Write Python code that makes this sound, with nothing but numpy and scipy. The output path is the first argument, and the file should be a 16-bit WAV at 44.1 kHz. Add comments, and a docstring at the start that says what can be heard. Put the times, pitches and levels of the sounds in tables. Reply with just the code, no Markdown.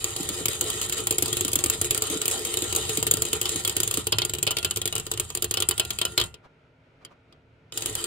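"""A motor hums in a quiet room while it whirls a chain of steel balls round a water-filled glass cylinder.
From the start the balls roll (hails of tiny contacts), the stand rumbles (shaped noise), and hops and landings
click, clack and thud (noise bursts, ringing modes, damped tones); a soft lump knocks dully along with them.
Direct blows on the side wall join midway. After a last cluster of them the balls rest for over a second,
with soft scuffs and few faint taps over the hum, then set off again."""
import sys
import numpy as np
from scipy import signal
from scipy.fft import rfft, irfft, next_fast_len
from scipy.io import wavfile
from scipy.ndimage import uniform_filter1d, map_coordinates

SR = 44100
rng = np.random.default_rng(int(sys.argv[2]) if len(sys.argv) > 2 else 0)


def waveform_to_disk(signal):
    """Save audio, clipped to [-1, 1], as 16-bit WAV at the path in sys.argv[1]."""
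    frames = np.transpose(np.atleast_2d(signal))
    scaled = np.clip(frames, -1, 1) * 32767
    samples = np.round(scaled).astype(np.int16)
    wavfile.write(sys.argv[1], SR, samples)


N = 355446
TIME = np.arange(N) / SR
FFT_SIZE = next_fast_len(N + SR // 2, True)
HZ = np.fft.rfftfreq(FFT_SIZE, 1 / SR)


def amp(db):
    """Amplitude factor of a level in dB."""
    return 10 ** (np.asarray(db) / 20)


def unit(x):
    """x scaled to an rms of 1."""
    return x / np.sqrt(np.mean(x ** 2) + 1e-20)


def along(points, hz):
    """Interpolates (freq_hz, value) points on a log frequency axis."""
    f, v = np.transpose(points)
    return np.interp(np.log(hz + 1), np.log(f + 1), v)


def wobble(rate_hz):
    """Smooth random curve through rate_hz random knots a second."""
    knots = rng.standard_normal(int(N * rate_hz / SR) + 4)
    coarse = np.arange(10 * len(knots)) / 10
    return np.interp(TIME * rate_hz, coarse, map_coordinates(knots, [coarse]))


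def filtered(x, response):
    """x filtered by a response on the grid HZ."""
    return irfft(rfft(x, FFT_SIZE) * response, FFT_SIZE)[..., :N]


def colour(points):
    """Minimum-phase response of unit power through (freq_hz, level_db) points."""
    cepstrum = irfft(np.log(unit(amp(along(points, HZ)))), FFT_SIZE)
    cepstrum[1:FFT_SIZE // 2] *= 2
    cepstrum[FFT_SIZE // 2 + 1:] = 0
    return np.exp(rfft(cepstrum))


def resonances(rows):
    """Causal response of unit power: steep-skirted (freq_hz, width_hz, level_db) resonances."""
    response = 0
    for freq_hz, width_hz, level_db in rows:
        damping = 1j * HZ * 2 * width_hz
        response = response + amp(level_db) * (damping / (freq_hz * freq_hz - HZ ** 2 + damping)) ** 2
    return response / np.sqrt(np.mean(abs(response) ** 2))


def impulses(times_s, sizes):
    """Train of single-sample pushes."""
    return np.bincount(np.clip(np.round(times_s * SR).astype(int), 0, N - 1), sizes, N)


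def dying(pushes, t60_s, rise_s=0.00084):
    """Envelope of a body that takes up each push over rise_s and loses it in t60_s; energies add."""
    fall = np.exp(-2 * np.log(1000) / (t60_s * SR))
    climb = np.exp(-2 / (rise_s * SR))
    energy = signal.lfilter([1 - climb], np.poly([fall, climb]), pushes ** 2 + 1e-30)
    return np.sqrt(np.abs(energy))


# likeness of left and right microphone: freq_hz [Hz], likeness [-1 to 1]
LIKENESS = [(100, 1), (480, 0.87), (750, 0.3), (3000, 0.26), (4700, 0.19), (5800, 0.58), (10000, 0.87),
            (15000, 0.38)]


def shimmer(envelope, response, lag_s=0):
    """Crowded modes as noise under an envelope, at two microphones; the left leads by lag_s."""
    turn = np.arccos(np.clip(along(LIKENESS, HZ), -1, 1)) / 2
    noise = rfft(envelope * rng.standard_normal((2, N)), FFT_SIZE)
    mid, side = noise * response * [np.cos(turn), np.sin(turn)]
    lead = np.exp(1j * np.pi * HZ * lag_s)
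    return irfft([(mid + side) * lead, (mid - side) / lead], FFT_SIZE)[:, :N]


def chime(pushes, modes):
    """Each push weights the (freq_hz, level_db, t60_s) modes anew; each microphone has its own phase."""
    where, sound = np.flatnonzero(pushes), np.zeros((2, N))
    for freq_hz, level_db, t60_s in modes:
        drive = np.full(N, 1e-15)
        spot = rng.standard_normal((len(where), 2))
        drive[where] = pushes[where] * amp(level_db + 2.5 * spot[:, 0]) * np.sign(spot[:, 1])
        pole = np.exp((2j * np.pi * freq_hz - np.log(1000) / t60_s) / SR)
        ring = signal.lfilter([1], np.poly([pole, pole.conjugate()]).real, drive) * pole.imag
        sound[0] += ring
        sound[1] += np.roll(ring, int(rng.random() * SR / (np.pi * freq_hz)))
    return sound


def pings(times_s, levels_db, pitches_hz, t60_s, rise_s, lag_s):
    """One damped tone per contact at its own pitch; the right microphone's carrier lags by lag_s."""
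    t = np.arange(int(1.4 * t60_s * SR) + 2) / SR
    sound = np.zeros((2, N + SR))
    shape = amp(-60 * t / t60_s) * (1 - np.exp(-t / rise_s))
    for start_s, level_db, pitch_hz in zip(times_s, levels_db, pitches_hz):
        tone = np.sin(2 * np.pi * pitch_hz * (t - [[0], [lag_s]]))
        sound[:, max(round(start_s * SR), 0):][:, :len(t)] += amp(level_db) * shape * tone
    return sound[:, :N]


def roaming(x, depth_db):
    """As the contact point moves round the glass, ever different groups of modes stand out."""
    z = signal.stft(x, nperseg=512)[2]
    field = rng.standard_normal(z.shape[1:])
    for _ in range(2):
        field = uniform_filter1d(field, size=4, axis=0)
        field = uniform_filter1d(field, size=6, axis=1)
    gain = unit(amp(depth_db * np.clip(unit(field), -2, 2)))
    return signal.istft(z * gain, nperseg=512)[1][:, :N]


# motor tones: freq_hz [Hz], level_db [dB rms before wavering]
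MOTOR_TONES = [(113, -69.5), (150.7, -70), (263.8, -72.5), (446.8, -73.5)]
# spectrum of the room's hush: freq_hz [Hz], level_db [dB, relative]
HUSH_COLOUR = [(15, -53.5), (25, -20), (130, -9), (197, -15.5), (660, -16), (790, -23), (940, -19),
               (1100, -28), (1410, -18), (1650, -26), (2350, -23.5), (5700, -44), (22000, -75.5)]
HUSH_DB = -61.5


def stirrer():
    """The motor's tones waver in level and phase over the noise of the room."""
    hum = 0
    for freq_hz, level_db in MOTOR_TONES:
        level = amp(level_db + 1.6 * wobble(11.0))
        hum = hum + level * np.sin(2 * np.pi * freq_hz * TIME + 0.39 * wobble(14.0))
    waver_db = 1.5 * wobble(12)
    return np.sqrt(2) * hum + shimmer(amp(HUSH_DB + waver_db), colour(HUSH_COLOUR))


# spells of rolling: start_s [s], end_s [s], hiss_db [dB, relative], drone_db [dB, relative],
# swell_db [dB, midway in the hiss]
ROLLING_SPELLS = [(-0.1, 3.98, -41, -41.5, 2.6), (3.95, 6.25, -51, -53, -1.5),
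                  (7.722, 8.1, -44, -42.5, 1.5)]
SPIN_UP_S, RUN_DOWN_S = 0.05, 0.026
DRONE_SWELL = 2.08  # dB of drone swell per dB of hiss swell


def motion():
    """Hiss and drone levels (dB): each spell sets in quickly, swells or sags midway and runs down."""
    hiss, drone = np.full((2, N), 1e-6)
    for start_s, end_s, hiss_db, drone_db, swell_db in ROLLING_SPELLS:
        set_in = np.clip((TIME - start_s) / SPIN_UP_S, 0, 1)
        moving = set_in * np.exp(-np.maximum(TIME - end_s, 0) / RUN_DOWN_S)
        arch_db = swell_db * np.sin(np.pi * np.clip((TIME - start_s) / (end_s - start_s), 0, 1))
        hiss = hiss + moving * amp(hiss_db + arch_db)
        drone = drone + moving * amp(drone_db + DRONE_SWELL * arch_db)
    return 20 * np.log10(hiss), 20 * np.log10(drone)


def rolling(hiss_db, per_second, spread_db):
    """Rolling is a hail of tiny contacts of uneven size whose level wanders a little."""
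    happens = rng.random(N) < per_second / SR
    swell_db = 2.8 * np.tanh(.8 * wobble(45))
    sizes = amp(spread_db * np.clip(rng.standard_normal(N), -2, 2))
    return amp(hiss_db + swell_db) * happens * sizes


# landings on the glass bottom: start_s [s], click_db [dB, relative], thud_db [dB, relative]
LANDINGS = [(0.0424, -14, -38), (0.1632, -20, -39), (0.2891, -16.5, -42), (0.4564, -12, -36.5),
            (0.4829, -13, -34), (0.61, -12.5, -42), (0.8144, -17.5, -42), (0.896, -18.5, -50),
            (0.924, -17, -47.5), (1.07, -11.5, -39), (1.1083, -10.5, -32), (1.1829, -11.5, -34.5),
            (1.2234, -11, -28.5), (1.258, -18, -47), (1.281, -21.5, -40), (1.3283, -14, -36.5),
            (1.3687, -13.5, -37), (1.4086, -14, -30.5), (1.4485, -15.5, -38.5), (1.4801, -16.5, -48.5),
            (1.5318, -12.5, -34), (1.5557, -9, -34.5), (1.589, -17.5, -37), (1.6392, -12, -34),
            (1.6604, -13.5, -35.5), (1.699, -11, -38), (1.814, -11, -31), (1.845, -19.5, -51),
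            (1.9083, -10, -34.5), (1.9464, -15.5, -37), (1.9767, -16.5, -40), (2.021, -13, -33),
            (2.1, -18.5, -45), (2.216, -15, -41), (2.2559, -13.5, -34.5), (2.28, -12.5, -34.5),
            (2.312, -18, -42),(2.45, -16.5, -44), (2.54, -18, -40), (2.571, -15, -33), (2.6212, -17, -36),
            (2.7259, -17, -34.5), (2.7499, -16, -34), (2.7616, -12.5, -35), (2.8933, -17.5, -35),
            (2.9725, -14, -31.5), (3.027, -13.5, -33.5), (3.067, -12, -33), (3.074, -17.5, -34.5),
            (3.1114, -8, -34.5), (3.138, -13, -37.5), (3.17, -18, -41), (3.2202, -11.5, -35),
            (3.252, -20, -38), (3.3302, -11.5, -31.5), (3.4139, -12, -35.5), (3.492, -17.5, -42),
            (3.559, -19.5, -36), (3.676, -12.5, -36), (3.6955, -15, -38.5), (3.7659, -12.5, -32),
            (3.802, -14, -34.5), (3.8322, -13.5, -39), (3.8758, -17, -39.5), (3.911, -14, -43),
            (3.94, -14, -41.5), (3.972, -15.5, -39), (4.069, -13, -33), (4.122, -15.5, -55),
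            (4.2497, -14.5, -35), (4.2952, -20, -38), (4.336, -17, -37), (4.35, -23, -42),
            (4.3848, -21, -38.5), (4.4277, -11, -35.5), (4.771, -16.5, -34), (4.8556, -14, -33.5),
            (4.953, -17.5, -39), (4.98, -20, -38), (4.998, -22.5, -41), (5.0661, -24, -41),
            (5.1148, -15, -37.5), (5.1376, -25, -39), (5.1747, -24, -44), (5.198, -14, -35),
            (5.3023, -27, -47.5), (5.3504, -16.5, -40), (5.3726, -21, -40.5), (5.4227, -12.5, -36.5),
            (5.443, -13.5, -34.5), (5.5104, -13.5, -36.5), (5.6021, -15.5, -35), (5.688, -10.5, -33.5),
            (5.85, -24.5, -45), (6.238, -25, -62), (6.3417, -38.5, -53), (7.325, -58, -60),
            (7.7744, -17.5, -44.5), (7.8216, -21.5, -46), (7.8587, -16, -39), (7.9525, -17, -51),
            (8.0409, -20.5, -40)]
# balls striking the side wall: start_s [s], click_db [dB, relative], clack_db [dB, relative],
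# pitch_hz [Hz, mode struck hardest]
SIDE_BLOWS = [(3.455, -18.5, -23.5, 3580), (3.6491, -15, -24, 3340), (4.1252, -26, -17, 3280),
              (4.1847, -15.5, -19, 3080), (4.2183, -22.5, -21, 3210), (4.4669, -21.5, -21.5, 3013),
              (4.4739, -20.5, -19, 3110), (4.5073, -16, -26.5, 2980), (4.514, -16.5, -25.5, 2975),
              (4.568, -18, -23.5, 3700), (4.585, -20, -27, 3350), (4.628, -25, -29.5, 2670),
              (4.647, -12.5, -19.5, 3050), (4.7091, -17.5, -26.5, 2980), (4.7604, -18, -29.5, 3044),
              (4.816, -20, -28, 3280), (4.8758, -18.5, -29.5, 3400), (4.9254, -22, -28.5, 2930),
              (4.9624, -23, -29, 2920), (5.5398, -15.5, -25.5, 2930), (5.5716, -18.5, -21.5, 3070),
              (5.6227, -16.5, -23, 3050), (5.7102, -15, -24, 3010), (5.7787, -19.5, -28.5, 3310),
              (5.7967, -13.5, -18.5, 3067), (5.905, -17.5, -26, 3220), (5.987, -19, -28, 3225),
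              (6.0143, -16.5, -20.5, 3150), (6.0515, -16, -22.5, 2990), (6.177, -14.5, -16, 4170),
              (6.1991, -18.5, -22, 3077), (6.213, -20, -23.5, 3120), (7.049, -35.5, -41, 3170),
              (7.7224, -32, -37, 3020)]
CLACK_DB, CLACK_PER_CLICK_DB = -18.5, 0.59  # a landing's clack: dB at a 0 dB click, dB per dB of click
WALL_THUD_DB = -16  # thud relative to the clack


def blows():
    """Landings and wall blows in order of time: rows (start_s, click_db, clack_db, thud_db)."""
    rows = [(s, click, CLACK_DB + CLACK_PER_CLICK_DB * click, thud) for s, click, thud in LANDINGS]
    rows += [(s, click, clack, clack + WALL_THUD_DB) for s, click, clack, _ in SIDE_BLOWS]
    return np.array(sorted(rows))


def airborne(flight_s=0.049, hush_db=12, hard_db=-9):
    """A ball is off the glass just before it lands, so rolling drops (dB), most before hard blows."""
    s, click_db, _, _ = blows().T
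    ahead = np.minimum(np.searchsorted(s, TIME), len(s) - 1)
    hardness = np.minimum(amp(click_db - hard_db), 1)[ahead]
    return -hush_db * hardness * np.exp(-((s[ahead] - TIME) / flight_s) ** 2)


HOP_GAP_S, HOP_SPREAD_DB = .035, 3
HOP_CLICK_DB, HOP_CLACK_DB = 14.5, -0.5  # relative to the hiss


def small_hops(hiss_db, count):
    """The chain ticks at uneven gaps, as hard as it rolls: rows (start_s, click_db, clack_db, thud_db)."""
    s = HOP_GAP_S * (np.arange(count) + rng.random(count))
    db = HOP_SPREAD_DB * rng.standard_normal(count) + np.interp(s, TIME, hiss_db)
    clack_db = HOP_CLACK_DB + db
    return np.column_stack([s, HOP_CLICK_DB + db, clack_db, clack_db + WALL_THUD_DB])[s < TIME[-1]]


def contacts(hiss_db):
    """Every blow on the glass: the clear ones, then the small hops."""
    return np.vstack([blows(), small_hops(hiss_db, count=232)])


# broad resonances of the loaded glass bottom: freq_hz [Hz], width_hz [Hz], level_db [dB, relative]
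BOTTOM_MODES = [(323, 70, 1.5), (358.2, 21.4, 8.5), (432.3, 33, 10), (553.5, 99, -7)]
# spectrum of the shaking stand: freq_hz [Hz], level_db [dB, relative]
STAND_COLOUR = [(18, -20.5), (38, -9), (52, -11), (76, 4), (92, -3.5), (108, 3.5), (125, -3.5), (148, -4.5),
                (185, -13), (240, -14.5), (500, -70.5)]
# rumble of the stand over time: time_s [s], level_db [dB, relative]
STAND_LEVEL = [(0.0, -43), (1.84, -38), (2.2, -48), (3.18, -34), (3.23, -41.5), (4.12, -41), (4.15, -32),
               (4.26, -40.5), (6.1, -41.5), (6.17, -53.5), (6.21, -33.5), (6.43, -67), (7.71, -60),
               (7.85, -39.5), (8.05, -47)]


def base(hits, drone_db):
    """The bottom drones under the balls and thuds at varying pitch; the stand rumbles below it."""
    rumble_db = np.interp(TIME, *np.transpose(STAND_LEVEL))
    s, _, _, thud_db = hits.T
    bottom = resonances(BOTTOM_MODES)
    waver_db = 3 * wobble(24)
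    drone = shimmer(amp(drone_db + waver_db + airborne() - 1.0), bottom)
    thud_hz = 395 * np.exp(.09 * rng.standard_normal(len(s)))
    thuds = pings(s, thud_db + 8, thud_hz, t60_s=.05, rise_s=.004, lag_s=.00007)
    body = amp(26.5) * bottom + amp(24.0) * resonances([(110.0, 26.0, 0)])
    thuds += filtered(impulses(s, amp(thud_db)), body)
    return drone + thuds + shimmer(amp(rumble_db - 2.3), colour(STAND_COLOUR))


# spectrum of a steel click: freq_hz [Hz], level_db [dB, relative]
CLICK_COLOUR = [(500, -39), (3000, -14.5), (5700, -18.5), (6500, 1), (7050, 2.5), (7400, 4.5), (8100, -3),
                (8550, 0.5), (9000, -3), (9450, 3.5), (9850, 5), (10300, -9.5), (16400, -39)]
# spectrum of the bright crack: freq_hz [Hz], level_db [dB, relative]
CRACK_COLOUR = [(8500, -37), (10400, 5.5), (11300, 4.5), (12200, 3), (12850, 5), (13700, 4), (14700, -8.5),
                (15550, 5), (16050, -21), (16600, -16.5)]
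# high partials of a steel tick on glass: freq_hz [Hz], level_db [dB, relative], t60_s [s]
TICK_PARTIALS = [(7120, -2, .04), (7400, 0, .04), (7800, -5, .03), (8520, -4, .03), (9380, -2, .04),
                 (12810, -3, .04)]


def steel(hits, grit):
    """Each contact clicks, with a brief glint at its own pitch; rolling fizzes and tinkles."""
    s, click_db, _, _ = hits.T
    lag_s = .000245
    fizz = .8 * dying(grit, t60_s=.017)
    snap = dying(impulses(s, amp(click_db)), t60_s=.021, rise_s=.0005)
    clicks = np.hypot(amp(-2.0) * snap, amp(4.5) * fizz)
    sound = roaming(shimmer(clicks, colour(CLICK_COLOUR), lag_s), depth_db=2.5)
    # the harder the blow, the shorter the contact: cracks grow faster than clicks
    crack = dying(impulses(s, amp(1.36 * click_db - 5.0)), t60_s=0.037, rise_s=0.00029)
    sound += shimmer(np.hypot(crack, amp(-11.5) * fizz), colour(CRACK_COLOUR), lag_s)
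    tinkle = chime(amp(-15.5) * grit + impulses(s, amp(click_db - 17)), TICK_PARTIALS)[0]
    sound += filtered(tinkle, np.exp(2j * np.pi * HZ * lag_s * np.array([[0], [-1]])))  # right delayed
    glint_hz = 7000 + 2700 * rng.random(len(s)) ** 2
    return sound + pings(s, click_db - 7, glint_hz, t60_s=.03, rise_s=.0005, lag_s=lag_s)


# spectrum of a wall clack: freq_hz [Hz], level_db [dB, relative]
CLACK_COLOUR = [(250, -39.5), (520, -6.5), (800, -9), (1400, -6), (1680, -14), (1950, -12), (2600, -2.5),
                (3200, 1.5), (3900, -1.5), (4450, -5.5), (4750, 0), (5700, -8.5), (9000, -28)]
# resonances of the glass under a rolling ball: freq_hz [Hz], width_hz [Hz], level_db [dB, relative]
SCRAPE_MODES = [(550, 58, -2.5), (789, 33, 1.5), (942, 40, 0.5), (1087, 66, -1), (1311, 96, 2.5),
                (1915, 141, 0), (2570, 140, 0), (3160, 179, 6), (3637, 240, 6.5), (3902, 200, 1.5),
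                (4400, 210, 1), (4716, 280, -1)]
# modes of the water-filled cylinder: freq_hz [Hz], level_db [dB, relative], t60_s [s]
CYLINDER_MODES = [(2540, -14, .09), (2724, -17.5, .24), (2930, -11, .07), (3085, -9, .17), (3225, -9, .14),
                  (3338, -13, .11), (3560, -11, .09), (3850, -12, .09), (4160, -10, .12), (4436, -17, .1),
                  (4780, -13, .07), (5001, -16, .1)]
# its lowest, bell-like tones: freq_hz [Hz], level_db [dB, relative], t60_s [s]
BELL_MODES = [(1402, -38, .62), (2040, -47, .52)]


def wall(hits, grit):
    """The water-damped wall gives a short clack and rings in its modes; rolling scrapes it."""
    s, _, clack_db, _ = hits.T
    clacks = dying(impulses(s, amp(clack_db)), t60_s=0.026, rise_s=0.0008)
    sound = shimmer(amp(3.5) * clacks, colour(CLACK_COLOUR), lag_s=.00008)
    scrape = np.hypot(amp(-5.0) * dying(grit, t60_s=0.045), amp(-7) * clacks)
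    sound += shimmer(scrape, resonances(SCRAPE_MODES), lag_s=.00004)
    sound = roaming(sound, depth_db=2.2)
    # hard blows wake the cylinder's modes far more than soft ones
    sound += chime(impulses(s, amp(1.44 * clack_db + 3)) + amp(-28) * grit, CYLINDER_MODES)
    # only direct blows wake the bell tones, and one mode most of all, depending on the spot struck
    s, _, clack_db, pitch_hz = np.transpose(SIDE_BLOWS)
    bell_push = amp(.5 * clack_db) * np.minimum(amp(clack_db + 26), 1)
    sound += chime(impulses(s, bell_push), BELL_MODES)
    return sound + pings(s, clack_db + 3, pitch_hz, t60_s=.045, rise_s=.0012, lag_s=.00007)


# the soft lump meets the glass: start_s [s], level_db [dB, relative]
LUMP_KNOCKS = [(0.202, -22.5), (0.301, -25.5), (0.405, -26), (1.229, -25.5), (1.449, -22.5), (1.561, -24),
               (1.656, -27.5), (2.103, -25), (2.156, -24), (2.62, -30), (2.978, -19.5), (3.14, -28),
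               (3.555, -28.5), (3.976, -21.5)]


def lump():
    """The soft lump's pushes excite two low resonances: dull knocks with no treble."""
    s, level_db = np.transpose(LUMP_KNOCKS)
    body = resonances([(181.3, 39, 7.9), (292.0, 42.0, 13.7)])
    return amp(20.0) * filtered(impulses(s, amp(level_db)), body)


# soft scuffs while the balls rest: centre_s [s], level_db [dB, relative]
REST_SCUFFS = [(6.453, -51), (7.026, -56.5), (7.12, -53.5)]


def scuffs():
    """Brief dull rubs of noise swell and fade."""
    swell = sum(amp(level_db) * np.exp(-((TIME - s) / 0.0154) ** 2) for s, level_db in REST_SCUFFS)
    dull = [(60, 0.0), (150, 0.5), (600, 4.0), (1200, 5), (2000, -8), (5000, -17), (12000, -39)]
    return shimmer(swell, colour(dull))


# decay of the room: freq_hz [Hz], t60_s [s]
ROOM_DECAY = [(100, 0.16), (700, 0.21), (3000, 0.094), (7000, 0.022), (15000, 0.028)]


def room(x):
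    """Reverberation of a small room: decaying noise whose treble dies soonest."""
    hz, t, z = signal.stft(rng.standard_normal((2, SR // 2)), SR, nperseg=256)
    decay = amp(-60 * t / along(ROOM_DECAY, hz)[:, None])
    tail = signal.istft(z * decay, SR, nperseg=256)[1]
    tail = tail * (1 - np.exp(-TIME[:tail.shape[1]] / 0.0011))
    return signal.fftconvolve(x, tail / np.linalg.norm(tail[0]), axes=1)[:, :N]


def scene():
    """The same blows and motion drive the steel, wall and bottom of the cylinder, in a small room."""
    hiss_db, drone_db = motion()
    hiss_db = hiss_db + airborne()
    hits = contacts(hiss_db)
    grit = rolling(hiss_db, per_second=1900, spread_db=1.5)
    rattle = steel(hits, grit) + wall(hits, grit)
    knocks = base(hits, drone_db) + lump() + scuffs()
    echo = room(amp(-8.5) * rattle + amp(-16.5) * knocks)
    return rattle + knocks + echo + stirrer()


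TOP_HZ = 16600


def record(dry):
    """A steep low-pass limits the band at TOP_HZ."""
    return filtered(dry, 1 / (1 + (HZ / TOP_HZ) ** 160))


dry = scene()
out = record(dry)
waveform_to_disk(out)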